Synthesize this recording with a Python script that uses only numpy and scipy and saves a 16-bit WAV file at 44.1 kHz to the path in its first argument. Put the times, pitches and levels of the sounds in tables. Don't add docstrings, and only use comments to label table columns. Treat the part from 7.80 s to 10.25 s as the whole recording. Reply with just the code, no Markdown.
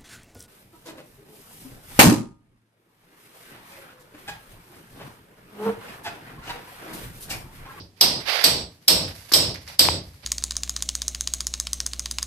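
import sys
import numpy as np
from scipy import signal
from scipy.io import wavfile

SR = 44100
rng = np.random.default_rng(int(sys.argv[2]) if len(sys.argv) > 2 else 0)


def field_ratio(decibels):
    return 10 ** (np.asarray(decibels, dtype=float) / 20)


def transcribe(u):
    v = np.clip(np.atleast_2d(u).T, -1, 1)
    q = np.round(v * 32767).astype(np.int16)
    wavfile.write(sys.argv[1], SR, q)


N = 108045
TREBLE_HZ = 6000


def at_hz(points, hz):
    table = np.array(points)
    return np.interp(np.log(hz), np.log(table[:, 0]), table[:, 1])


def rms_one(x):
    return x / np.sqrt(np.mean(x ** 2) + 1e-20)


def ring(clicks, hz, t60_s):
    r, w = field_ratio(-60 / (t60_s * SR)), 2 * np.pi * hz / SR
    return signal.lfilter([0, np.sin(w)], [1, -2 * r * np.cos(w), r * r], clicks + 1e-18)


def bandpass(x, low_hz, high_hz):
    return signal.sosfilt(signal.butter(2, [low_hz, high_hz], "band", fs=SR, output="sos"), x)


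def pan(pan_db):
    return field_ratio(np.array([[pan_db / 2], [-pan_db / 2]]))


def add(out, sound, s):
    i = int(s * SR)
    sound = sound[:, max(-i, 0):N - i]
    out[:, max(i, 0):max(i, 0) + sound.shape[1]] += sound


# frequency in Hz, left-right likeness (0 to 1).
LIKENESS = [(60, 0.99), (200, 0.97), (500, 0.87), (1000, 0.02), (5000, 0.053), (14000, 0.033)]
# frequency in Hz, left-right level in dB.
LEAN = [(60, -0.5), (110, -0.5), (200, 1.5), (370, 0.5), (680, 1.0), (1250, 0), (2280, -4.5), (4190, -3.5),
        (7690, -2.5), (14100, -6)]
EDGES_HZ = 30 * 2 ** np.arange(0, 9.1, 1 / 3)


def bands(sources, gain):
    out = 0
    for k, (low, high) in enumerate(zip(EDGES_HZ, EDGES_HZ[1:])):
        mid, side = bandpass(sources[k % 2], low, high)
        hz = np.sqrt(low * high)
        alike, lean = np.clip(at_hz(LIKENESS, hz), -1, 1), field_ratio(at_hz(LEAN, hz) / 2)
        a, b = np.sqrt(1 + alike) * mid, np.sqrt(1 - alike) * side
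        out = out + gain(hz) * np.array([(a + b) * lean, (a - b) / lean])
    return out


def suppression_db(t):
    wait_s, db_per_s = 0.18, 120
    return -db_per_s * np.maximum(t - wait_s, 0)


# frequency in Hz, t60 in seconds.
ROOM_T60 = [(60, 1.64), (250, 1.19), (700, 0.7747), (2000, 0.5), (5000, 0.5182), (9000, 0.37),
            (14000, 0.22)]
# frequency in Hz, time constant in seconds.
ROOM_RISE = [(60, 0.082), (250, 0.0083), (1000, 0.0054), (5000, 0.00059)]
# frequency in Hz, level in dB.
ROOM_COLOUR = [(40, -5), (100, -1.5), (400, -3.5), (900, -1.5), (1500, -11), (3000, -3.5), (6000, -3),
               (14000, 4.5)]


def room(count):
    early_db, early_t60_s = 9.5, 0.018
    t = np.arange(SR // 2) / SR
    early = 1 + field_ratio(early_db - 60 * t / early_t60_s)

    def shape(hz):
        decay = field_ratio(at_hz(ROOM_COLOUR, hz) - 60 * t / at_hz(ROOM_T60, hz) + suppression_db(t))
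        rise = 1 - np.exp(-t / max(at_hz(ROOM_RISE, hz), 1e-4))
        return np.tile(decay * rise, 2)

    white = rng.standard_normal((2, 2, count, SR))
    return early * bands(white, shape)[..., SR // 2:] / np.sqrt(SR / 20)


# frequency in Hz, density in dB per Hz.
SITE_NOISE = [(30, -15), (80, -10), (170, 0), (500, -13), (1500, -19.5), (3000, -21.5), (6000, -26.5),
              (14000, -27.5)]


def site_noise():
    white = rng.standard_normal((2, 2, N))
    return field_ratio(-60) * rms_one(bands(white, lambda hz: field_ratio(at_hz(SITE_NOISE, hz))))


# time in seconds, level in dB.
RUMBLE = [(0.0, -78), (0.27, -57.5), (0.39, -59), (0.47, -52), (0.74, -54.5), (0.88, -64), (1.1, -66),
          (1.26, -45), (1.55, -52), (1.67, -51.5), (1.8, -44), (2.02, -49), (2.16, -44), (2.3, -39.5),
          (2.45, -56)]


def handling_rumble():
    rumble_hz, t60_s = 92.5, 0.045
    s, db = np.transpose(RUMBLE)
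    low = rms_one(ring(rng.standard_normal(N), rumble_hz, t60_s))
    return field_ratio(np.interp(np.arange(N) / SR, s, db) - 4) * low


# start in seconds, length in seconds.
SLIDES = [(0.0, .06), (.155, .06), (.385, .06), (.443, .23), (.88, .1), (1.0, .08), (1.265, .05),
          (1.31, .16), (1.475, .05), (1.735, .045), (1.79, .08), (1.86, .08), (1.93, .04), (2.2, .24),
          (2.42, .06)]
# level in dB, left-right in dB, treble in dB.
SCUFFS = [(-62.5, 5, 7.5), (-54.5, -6, 2), (-40, -10, -2), (-24.5, -10.5, -4.5), (-64.5, 9, 13),
          (-59, 5, 10), (-37, -1, 3), (-47.5, -1.5, 10.5), (-47.5, -7, 8), (-40.5, -4, -11), (-51, -1.5, 7),
          (-41.5, -0.5, 5), (-61.5, 5, 5), (-56, 2.5, 10.5), (-46, -4.5, -11)]
# frequency in Hz, density in dB per Hz.
GRAVEL = [(200, -35.5), (570, -8), (1300, -11), (1950, -7), (3000, -11.5), (4800, -12.5), (6200, -27),
          (14000, -22)]


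def scuffs():
    rise_s, sag_db = .045, 5
    grains_per_s, grain_spread_db = 4000, 3.44
    clumps_per_s, clump_db = 120, 1.2
    t, body, treble = np.arange(N) / SR, np.zeros((2, N)), np.zeros((2, N))
    for (s, length_s), (db, pan_db, treble_db) in zip(SLIDES, SCUFFS):
        x = (t - s) / max(length_s, .035)
        rise = np.clip((t - s) / min(rise_s, length_s / 3), 0, 1) ** 2
        fall = field_ratio(-sag_db * x - 31 * np.maximum(x - 1, 0))
        level = field_ratio(db) * rise * fall * pan(pan_db)
        body, treble = body + level, treble + field_ratio(treble_db) * level
    size = (2, 2, N)
    hits = rng.random(size) < grains_per_s / SR
    sizes = field_ratio(grain_spread_db * np.minimum(rng.exponential(1, size), 4))
    grains = hits * sizes * rng.choice([-1, 1], size)
    gravel = rms_one(bands(grains, lambda hz: field_ratio(at_hz(GRAVEL, hz))))
    low = signal.sosfiltfilt(signal.butter(6, TREBLE_HZ, fs=SR, output="sos"), gravel)
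    steps = rng.standard_normal(int(N / SR * 200))
    clumps = field_ratio(clump_db * np.interp(t * clumps_per_s, np.arange(len(steps)), steps))
    return clumps * (body * low + treble * (gravel - low))


# time in seconds, level in dB, pitch in Hz, left-right in dB, room in dB.
KNOCKS = [(1.518, -18.5, 1620, 5, 12), (2.087, -7, 930, 10.5, -18.5), (2.053, -19.5, 1940, 17, 9),
          (2.342, -47, 1300, 3, -13), (0.64, -16.5, 1600, -14, -23), (1.758, -26, 2100, -6, 1),
          (1.9, -36, 880, -3, -4), (1.52, -23, 350, 2.5, 0.5), (1.744, -28, 4500, 2, 0),
          (1.877, -29, 2000, 0, 8), (1.887, -31, 3900, 1.5, 4), (.513, -30, 1500, -11, -11),
          (1.521, -16.5, 5000, -10, 12.5)]


def knocks(rooms):
    cycles, click_db = 5.8, -5
    out, click = np.zeros((2, N)), signal.unit_impulse(SR // 20)
    for s, db, hz, pan_db, room_db in KNOCKS:
        touch = bandpass(click, .7 * hz, min(4.4 * hz, .4 * SR))
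        knock = ring(touch, hz, cycles / hz)
        knock = knock + field_ratio(click_db) * ring(touch, 2.49 * hz, cycles / hz / 2)
        knock = knock / np.abs(knock).max()
        add(out, field_ratio(db) * knock * pan(pan_db), s)
        add(out, field_ratio(db + room_db) * signal.fftconvolve(rooms[:, 0], knock[None], axes=1), s)
    return out


# frequency in Hz, level in dB, t60 in seconds.
SLAB = [(96.64, 3, 0.39), (175, 7.5, 0.11), (358.3, 8, 0.019), (656, 16.5, 0.015)]


def slab_thud(click, thud_db):
    return sum(field_ratio(db + thud_db - 36.5) * ring(click, hz, t60_s) for hz, db, t60_s in SLAB)


# frequency in Hz, level in dB, t60 in seconds.
ROD = [(3980, -5, 0.0055), (4394, -1, 0.0056), (5035, -1, 0.0034), (5565, 2.5, 0.004), (7150, -8.5, 0.0033),
       (8456, 0.5, 0.0047), (9550, -9, 0.0048), (12410, -1, 0.0027), (13430, -4, 0.0019),
       (10830, -20, 0.0032)]


def rod_ring(click, ring_db, free_hz):
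    free_end_db, free_end_t60_s, strike_spread_db = -5, 0.011, 1.5
    out = field_ratio(free_end_db) * ring(click, free_hz, free_end_t60_s)
    spread_db = strike_spread_db * rng.standard_normal(len(ROD))
    for (hz, db, t60_s), d in zip(ROD, spread_db):
        out = out + field_ratio(db + d - 2 + ring_db * (hz > TREBLE_HZ)) * ring(click, hz, t60_s)
    return out


def head_ring(click, ring_db):
    t60_s, twin_db = .2, -11
    pair = ring(click, 7990, t60_s) + field_ratio(twin_db) * ring(click, 8012, t60_s / 2)
    return field_ratio(ring_db + suppression_db(np.arange(len(click)) / SR)) * pair


# time in seconds, strength in dB, slab thud in dB, treble ring in dB, free end mode in Hz.
BLOWS = [
    (-.23, -9.5, 2.5, -13, 4870),
    (.2103, -13, -26, -1, 4960),
    (.6405, -13, -0.5, 0.5, 4680),
    (1.0805, -12.5, 2.5, 1, 5340),
    (1.5355, -13.5, 5, 2.5, 5200),
    (1.9925, -12.5, 6, 1.5, 4850),
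]


def hammer(rooms):
    crack_db, direct_db = 11, -24.5
    head_db, head_room_db = -47, -25
    lead_s, lead_db = 0.0042, -27
    out, click = np.zeros((2, N)), signal.unit_impulse(SR // 2)
    for k, (s, db, thud_db, ring_db, free_hz) in enumerate(BLOWS):
        blow = field_ratio(crack_db) * click + rod_ring(click, ring_db, free_hz) + slab_thud(click, thud_db)
        head = head_ring(click, ring_db)
        into_room = blow + field_ratio(head_room_db) * head
        wet = signal.fftconvolve(rooms[:, k], into_room[None], axes=1)[:, :SR // 2]
        direct = field_ratio(direct_db) * blow + field_ratio(head_db) * head * [[.8], [1]]
        add(out, field_ratio(db + 13.5) * (wet + direct), s)
        add(out, field_ratio(db + 12.5 + lead_db) * wet[:, :int(lead_s * SR)], s - lead_s)
    return out


def scene():
    rooms = room(count=len(BLOWS))
    return site_noise() + handling_rumble() + scuffs() + knocks(rooms) + hammer(rooms)


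# frequency in Hz, width in Hz, gain in dB.
PORTS = [(4980, 1680, 6.5), (6300, 320, 0.5), (11450, 1700, 0)]


def microphone_ports(x):
    for hz, width_hz, db in PORTS:
        w, g = 2 * np.pi * hz / SR, field_ratio(db / 2)
        a = np.sin(w) * width_hz / hz / 2
        x = signal.lfilter([1 + a * g, -2 * np.cos(w), 1 - a * g], [1 + a / g, -2 * np.cos(w), 1 - a / g], x)
    return x


def band_limit(x):
    return signal.sosfilt(signal.butter(12, 14700, fs=SR, output="sos"), x)


def record(dry):
    low_cut_hz, top_cut_hz, clip_top = 55, 14700, 1.04
    x = signal.sosfilt(signal.butter(3, low_cut_hz, "high", fs=SR, output="sos"), dry)
    x = microphone_ports(x)
    x = clip_top * np.tanh(x / clip_top)
    x = signal.sosfilt(signal.cheby2(10, 50, top_cut_hz, fs=SR, output="sos"), x)
    return band_limit(np.clip(x, -1, 1))


dry = scene()
out = record(dry)
transcribe(out)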